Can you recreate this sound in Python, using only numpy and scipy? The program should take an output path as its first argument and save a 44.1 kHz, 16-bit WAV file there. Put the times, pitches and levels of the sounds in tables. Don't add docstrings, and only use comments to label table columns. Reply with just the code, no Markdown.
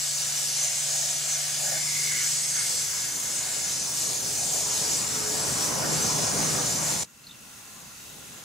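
import sys
import numpy as np
from scipy import signal
from scipy.fft import rfft, irfft, next_fast_len
from scipy.io import wavfile
from scipy.ndimage import uniform_filter1d, map_coordinates

SR = 44100
rng = np.random.default_rng(int(sys.argv[2]) if len(sys.argv) > 2 else 0)


def to_wav(sig):
    pcm = np.clip(np.atleast_2d(sig), -1, 1) * 32767
    pcm = np.round(pcm).astype(np.int16)
    wavfile.write(sys.argv[1], SR, pcm.T)


def to_linear_factor(level_db):
    exponent = np.asarray(level_db, float) / 20
    return 10 ** exponent


N = 372192
T_S = np.arange(N) / SR

# t/s, level/dB, nozzle resonance f/Hz, squareness of the blow/dB
JET = [(0, -29.3, 6800, 0.5), (0.45, -28.5, 6800, -0.5), (0.9, -28.5, 6500, 1), (1.5, -29.5, 6600, 1.5),
       (1.85, -28.5, 6900, 0.3), (2.4, -28, 6600, 0.5), (3.0, -30, 6500, -1.5), (3.2, -32, 6600, -2),
       (3.4, -29.5, 6800, -2), (4.0, -30.5, 6400, -2.5), (4.4, -29.5, 6600, -3), (4.78, -27.5, 6500, -0.5),
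       (5.2, -30.5, 6400, 0.5), (5.6, -28.5, 6500, 0.3), (5.82, -31.5, 6400, 0.3), (5.95, -27.5, 6200, 0.3),
       (6.4, -28, 6600, -0.5), (7.03, -29, 6900, 0.3)]
# f/Hz, density/dB per Hz
HISS_COLOUR = [(1500, -55), (2500, -15), (3500, -11.5), (4300, -9.5), (4700, -6.5), (5000, -6),
               (5350, -1.5), (5700, -2), (6300, -1), (7000, -1), (8000, -2.5), (9000, -7.5), (12000, -15),
               (15700, -29)]
MIST_COLOUR = [(7000, -34), (9000, 3.5), (11000, -1.5), (13200, -4), (14500, -2.5), (15600, -8),
               (15800, -10)]
SPLASH_COLOUR = [(200, -50), (400, -11.5), (900, -8.5), (1500, -2.5), (2500, 0), (3500, -0.5), (5000, 1.5),
                 (8000, -35)]
# f/Hz, correlation
JET_ALIKE = [(100, 0.26), (600, 0.5), (2000, 0.57), (3000, 0.45), (4000, 0.63), (4600, 0.51), (5900, 0.91),
             (6600, 0.64), (8000, 0.95), (9500, .25), (11000, 0.36), (12300, .1), (14000, .3), (15700, .5)]
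MIST_DB, SPLASH_DB, HISS_DB = -10, -12, 0.4
FOLLOWS = 0.3
THINS = 0.3

# t/s, length/s, level/dB
GAP_CROSSINGS = [
    [(0.02, 1.6, -54), (0.6, 0.15, -50), (0.86, 0.25, -46.5), (1.26, 0.15, -52), (1.63, 0.14, -40.5),
     (2.75, 0.1, -53), (3.4, 0.26, -53.5), (4.05, 0.087, -48.5), (4.4, 0.22, -43)],
    [(0.58, 0.18, -45.5), (1.33, 0.12, -48), (1.74, 0.07, -43), (1.86, 0.15, -39.5), (2.06, 0.19, -36),
     (2.56, 0.06, -41), (2.3, 1.45, -49.5)],
    [(0.2, 0.15, -52), (0.6, 0.55, -52), (1.25, 0.27, -51.5), (1.66, 0.12, -43), (2.1, 0.17, -45),
     (2.55, 0.084, -42), (2.7, 1.0, -49.5)],
]
# f/Hz, width/Hz
GAP_SHAPES = [(690, 280), (2130, 240), (1620, 480)]
GAP_MURMUR_DB = [-59.5, -57.5, -56.5]
FILL_S = 0.033

# t/s, firing f/Hz
SHAFT = [(0, 73), (.85, 74), (2.35, 75.7), (3.35, 77.3), (4.35, 78.2), (5.3, 78.8), (5.85, 77.9),
         (6.35, 76.6), (7.1, 78)]
# t/s, level/dB
EFFORT = [(0, 1.5), (1.3, 0.5), (2.1, 3), (2.9, -9), (3.8, -13), (5.3, -15), (5.7, -10), (5.93, 1),
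          (6.05, -7), (6.17, -2), (6.32, -9), (6.45, 3), (6.6, -7.5), (6.85, -1), (7.05, -10)]
ORDER_RATIOS = [2, 1, 5 / 3, 5.47]
# level at closest/dB, growth with nearness, loudest earlier by t/s, throttle share
ORDERS = [
    (-38, 0.68, 0.01, 0.97),
    (-51, 0.9, 0.95, 0.27),
    (-46.5, 0.72, 0.25, 0.041),
    (-47.5, 2.1, 0.9, 0.01),
]
# phase drift/rad, left lead/rad, left minus right/dB
ORDER_SIDES = [(.25, 0.85, 2), (.35, 1.3, -2.5), (.7, 1.1, 0), (1.6, 0.84, -1)]
# level at closest/dB, growth with nearness
ROAD_NOISES = [
    (-34, 1.22),
    (-44.5, 1.0),
    (-36, 1.08),
]
# f/Hz, density/dB per Hz
ROAR_COLOUR = [(100, -23.5), (170, -2.5), (198, -5), (275, -5), (312, -4.5), (361, -9.5), (415, -3),
               (451, -8.5), (491, -3), (530, -6), (622, -6), (900, -11.5), (1170, -39), (1980, -120)]
RUMBLE_COLOUR = [(15, -60), (30, -32), (50, -18), (70, -9), (100, -1), (125, 0), (170, -3), (220, -12),
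                 (300, -40)]
TYRE_COLOUR = [(500, -28), (700, -2.5), (1000, 0), (1500, -4), (2500, -11.5), (4000, -38)]
# f/Hz, correlation
ROAD_ALIKE = [(30, .6), (130, 0.85), (300, 0.45), (700, 0.3), (1800, 0.067)]
PASS_S, NEAR_S = 6.2, 0.68

# f/Hz, chance level under which a band drops out
DROPOUT_CHANCE = [(8000, -5), (11000, -2.3), (12800, -1.2), (13500, -0.2), (14600, -0.6), (15300, -0.6),
                  (15700, -.4)]
# t/s, first-scene level/dB
CUT = [(7.034, 0.5), (7.038, -16), (7.046, -10), (7.062, -34), (7.07, -90)]

# f/Hz, density/dB per Hz
GAS_COLOUR = [(1710, -31), (2900, -12), (3160, -11), (3640, -6.5), (4860, -7), (6630, -3.5), (7060, -4.5),
              (11700, -9.5), (15700, -13.5)]
FLAME_COLOUR = [(13, -42), (22, -15), (91, -7), (119, -2), (237, -3), (322, -10), (359, -34), (400, -19),
                (520, -52), (880, -120)]
TANK_COLOUR = [(210, -36), (350, -2.5), (1040, -6.5), (1230, -3.5), (1400, -4), (1750, -4), (3200, -6.5),
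               (4160, -30), (7040, -120)]
# f/Hz, width/Hz, lift/dB
PIPES = [(820, 42, 5), (1040, 160, 6.5), (1396, 96, 7.5), (2670, 180, 8), (6050, 100, -1), (6430, 82, 4),
         (6640, 68, 7), (11400, 220, 3)]
# f/Hz, correlation
BURNER_ALIKE = [(60, 0.84), (700, 0.46), (1400, 0.45), (2200, .35), (4500, .27), (5600, 0.59), (6600, 0.58),
                (8000, 0.43), (9600, .12), (15700, .1)]
GAS_DB, TANK_DB, FLAME_DB = -44.5, -50, -55
DUCKED_DB, HOLD_S, RECOVER_S = -10.5, 7.115, 0.29

# t/s, peak level/dB, f/Hz
CHIRP = [(7.243, -48, 4250), (7.2705, -38.5, 4200), (7.297, -43, 3600), (7.3128, -38, 3630),
         (7.331, -51, 2900), (7.347, -51, 2750)]
# t/s, f/Hz, level/dB
SWEEP = [(7.23, 4400, -90), (7.24, 4380, -55), (7.283, 4380, -48), (7.293, 3710, -52), (7.33, 3650, -51),
         (7.36, 3100, -59), (7.38, 2900, -90)]

# f/Hz, left lead/rad, left minus right/dB
PORTS = [(200, 0.13, -0.5), (900, 0, -1), (1300, 0, 1.5), (2050, 0.5, -3), (3180, 0.37, 0), (3800, 0, 1),
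         (4700, 0.83, -1), (5650, -1.5, 3.5), (6200, 0.1, -2.5), (7100, 0.5, 2.5), (8200, -0.3, -0.5),
         (9240, 1.63, 3), (10200, 0.1, 2), (12500, 3, 3), (13800, 4, 0.5), (15000, 5.5, -2)]
TOP_HZ = 15740

HOP = 128
STFT = dict(nperseg=4 * HOP, noverlap=3 * HOP)
PATCH, STREAK, DROPOUT = (7, 24), (2, 90), (4, 8)
FRAMES_S = np.arange(N // HOP + 2) * HOP / SR
BINS_HZ = np.fft.rfftfreq(4 * HOP, 1 / SR)[:, None]
SIDES = np.array([[.5], [-.5]])


def unit(x):
    return x / np.sqrt(np.mean(x ** 2) + 1e-20)


def along(points, hz):
    f, v = np.transpose(points)
    return np.interp(np.log(hz + 1), np.log(f + 1), v)


def curves(rows, t_s=T_S):
    s, *cols = np.transpose(rows)
    return [np.interp(t_s, s, c) for c in cols]


def wobble(rate_hz):
    knots = rng.standard_normal(int(N * rate_hz / SR) + 4)
    return map_coordinates(knots, [np.arange(N) * rate_hz / SR])


def hump(centre_hz, width_hz, hz):
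    return 1 / (1 + (2 * (hz - centre_hz) / width_hz) ** 2)


def patches(shape, bins, frames):
    field = uniform_filter1d(rng.standard_normal(shape), size=bins, axis=0)
    return unit(uniform_filter1d(field, size=frames, axis=1))


def filtered(x, response):
    size = next_fast_len(N + 8 * HOP)
    spectrum = rfft(x, size) * response(np.fft.rfftfreq(size, 1 / SR))
    return irfft(spectrum, size)[..., :N]


def rush(colour_db, alike, patchy_db, streaky_db=1.53, moving_db=0):
    z = signal.stft(rng.standard_normal((2, N + HOP)), **STFT)[2][..., :len(FRAMES_S)]
    field_db = patchy_db * patches(z.shape[1:], *PATCH)
    field_db = field_db + streaky_db * patches(z.shape[1:], *STREAK)
    pair = signal.istft(z * to_linear_factor(field_db + moving_db), **STFT)[1][:, :N]

    def mid_side(hz):
        turn_rad = np.arccos(np.clip(along(alike, hz), -1, 1)) / 2
        return to_linear_factor(colour_db(hz)) * np.array([np.cos(turn_rad), np.sin(turn_rad)])

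    mid, side = filtered(pair, mid_side)
    return unit(np.array([mid + side, mid - side]))


def droplets(count, centre_hz, cycles):
    when, pitch, size, place = rng.random((count, 4)).T
    hz = np.clip(centre_hz * np.exp(.9 * (pitch - .5)), 100, SR / 2.2)[:, None]
    t_s = np.arange(64) / SR
    ring = np.sin(2 * np.pi * hz * t_s) * np.exp(-t_s * hz / cycles) * np.hanning(64)
    grain = to_linear_factor(-3 * np.log(size + .01))[:, None] * ring
    at = ((when * N).astype(int)[:, None] + np.arange(64)).ravel()
    shares = (.2 + .6 * place, .8 - .6 * place)
    ports = [np.bincount(at, (grain * np.sqrt(p)[:, None]).ravel(), N + 64)[:N] for p in shares]
    return unit(np.array(ports))


def spray():
    jet_db, _, square_db = curves(JET)
    nozzle_hz = curves(JET, FRAMES_S)[1]
    delay_s = .0017 * (1 + .012 * np.interp(FRAMES_S, T_S, wobble(.8)))
    comb_db = 20 * np.log10(np.abs(1 + .18 * np.exp(-2j * np.pi * BINS_HZ * delay_s)))
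    nozzle_db = 2.8 * hump(nozzle_hz, 1300, BINS_HZ)
    surge_db = 0.62 * wobble(14) + .3 * wobble(8)

    hiss = rush(lambda f: along(HISS_COLOUR, f), JET_ALIKE, patchy_db=1.3, streaky_db=2.2,
                moving_db=nozzle_db + comb_db)
    hiss = hiss / np.sqrt(uniform_filter1d(np.mean(hiss ** 2, axis=0), size=SR // 3))
    hiss = hiss + to_linear_factor(-14.0) * droplets(count=30000, centre_hz=6500, cycles=2.6)

    steadier_db = (FOLLOWS - 1) * (jet_db - jet_db.mean())
    mist_db = MIST_DB + steadier_db - THINS * square_db + 0.73 * wobble(7)
    mist = rush(lambda f: along(MIST_COLOUR, f), JET_ALIKE, patchy_db=1.7, streaky_db=2.3)
    splash_db = SPLASH_DB + steadier_db + square_db
    splash = rush(lambda f: along(SPLASH_COLOUR, f), JET_ALIKE, patchy_db=1.15, streaky_db=1.1,
                  moving_db=comb_db)
    return to_linear_factor(HISS_DB + jet_db + surge_db) * (hiss + to_linear_factor(mist_db) * mist + to_linear_factor(splash_db) * splash)


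def singing_gaps():
    sung = 0
    for crossings, murmur_db, (hz, width_hz) in zip(GAP_CROSSINGS, GAP_MURMUR_DB, GAP_SHAPES):
        power = to_linear_factor(2 * murmur_db)
        for start_s, length_s, db in crossings:
            enter = np.tanh((T_S - start_s) / FILL_S)
            leave = np.tanh((T_S - start_s - length_s) / FILL_S)
            power = power + to_linear_factor(2 * db) * (enter - leave) / 2
        band_db = lambda f: -15 * np.log10(1 + (2 * (f - hz) / width_hz) ** 4)
        noise = rush(band_db, JET_ALIKE, patchy_db=0.8, streaky_db=1.3)
        sung = sung + np.sqrt(power) * to_linear_factor(1.0 * wobble(30.13)) * noise
    return sung


def nearness(earlier_s):
    return -10 * np.log10(1 + ((T_S - PASS_S + earlier_s) / NEAR_S) ** 2)


def tone(hz, db, drift_rad, lead_rad, lean_db):
    phase = 2 * np.pi * np.cumsum(hz) / SR + drift_rad * wobble(9)
    level = to_linear_factor(db + 1.1 * wobble(12) + lean_db * SIDES)
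    return np.sqrt(2) * level * np.sin(phase + lead_rad * SIDES)


def vehicle():
    firing_hz, effort_db = curves(SHAFT)[0], curves(EFFORT)[0]
    levels_db = [db + grows * nearness(earlier_s) + share * effort_db
                 for db, grows, earlier_s, share in ORDERS]
    levels_db[-1] += 2.5 * wobble(7)
    lines = sum(tone(ratio * firing_hz, db, *sides)
                for ratio, db, sides in zip(ORDER_RATIOS, levels_db, ORDER_SIDES))
    lines += tone(3 * firing_hz, levels_db[0] - 20, drift_rad=.5, lead_rad=.8, lean_db=.5)

    roar_db, rumble_db, tyre_db = (db + grows * nearness(0) for db, grows in ROAD_NOISES)
    roar = rush(lambda f: along(ROAR_COLOUR, f), ROAD_ALIKE, patchy_db=1.5)
    roar = to_linear_factor(roar_db + 1.0 * wobble(5)) * roar
    rumble = rush(lambda f: along(RUMBLE_COLOUR, f), ROAD_ALIKE, patchy_db=-1.0)
    rumble = to_linear_factor(rumble_db + 1.1 * wobble(3.6)) * rumble
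    tyres = rush(lambda f: along(TYRE_COLOUR, f), ROAD_ALIKE, patchy_db=2.0)
    tyres = to_linear_factor(tyre_db + 0.88 * wobble(5.5)) * tyres
    return lines + roar + rumble + tyres


def top_dropouts(x):
    z = signal.stft(np.pad(x, ((0, 0), (0, HOP))), **STFT)[2]
    blocks = patches(np.array(z.shape[1:]) // DROPOUT + 1, 1, 4)
    chance = np.kron(blocks, np.ones(DROPOUT))[:z.shape[1], :z.shape[2]]
    kept = chance > along(DROPOUT_CHANCE, BINS_HZ)
    return signal.istft(z * kept, **STFT)[1][:, :N]


def burners():
    gain_db = DUCKED_DB * np.exp(-np.clip(T_S - HOLD_S, 0, None) / RECOVER_S)
    pipes_db = lambda f: sum(lift_db * hump(hz, width_hz, f) for hz, width_hz, lift_db in PIPES)
    gas = rush(lambda f: along(GAS_COLOUR, f) + pipes_db(f), BURNER_ALIKE, patchy_db=0.4)
    gas = to_linear_factor(GAS_DB + .4 * wobble(8.3)) * gas
    tank = to_linear_factor(TANK_DB) * rush(lambda f: along(TANK_COLOUR, f) + pipes_db(f), BURNER_ALIKE, patchy_db=1.0)
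    flame = rush(lambda f: along(FLAME_COLOUR, f), BURNER_ALIKE, patchy_db=1.1)
    flame = to_linear_factor(FLAME_DB - .3 * gain_db + 1.2 * wobble(8)) * flame
    return to_linear_factor(gain_db) * (gas + tank + flame)


def bird():
    notes = sum(to_linear_factor(db) * np.exp(-((T_S - s) / 0.0028) ** 2) * np.sin(2 * np.pi * hz * T_S)
                for s, db, hz in CHIRP)
    sweep_hz, sweep_db = curves(SWEEP)
    breath = unit(filtered(rng.standard_normal(N), lambda f: hump(0, 1000, f)))
    call = notes + to_linear_factor(sweep_db) * breath * np.sin(2 * np.pi * np.cumsum(sweep_hz) / SR)
    yard = rng.standard_normal((2, SR // 8)) * to_linear_factor(-60 * np.arange(SR // 8) / SR / .1)
    echoes = signal.fftconvolve(call[None], yard / np.linalg.norm(yard[0]), axes=1)[:, :N]
    return call + to_linear_factor(-13) * echoes


def scene():
    stay = to_linear_factor(curves(CUT)[0])
    first = top_dropouts(spray() + singing_gaps() + vehicle())
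    second = burners() + bird()
    return stay * first + np.sqrt(np.abs(1 - stay ** 2)) * second


def band_limit(x):
    return signal.sosfilt(signal.butter(12, 17070, fs=SR, output="sos"), x)


def record(dry):
    hz, lead_rad, lean_db = np.transpose(PORTS)

    def ports(f):
        level = to_linear_factor(np.interp(f, hz, lean_db) * SIDES)
        phase = np.exp(1j * np.interp(f, hz, lead_rad) * SIDES)
        return level * phase * (f < TOP_HZ)

    mix = filtered(dry, ports)
    return band_limit(mix)


dry = scene()
out = record(dry)
to_wav(out)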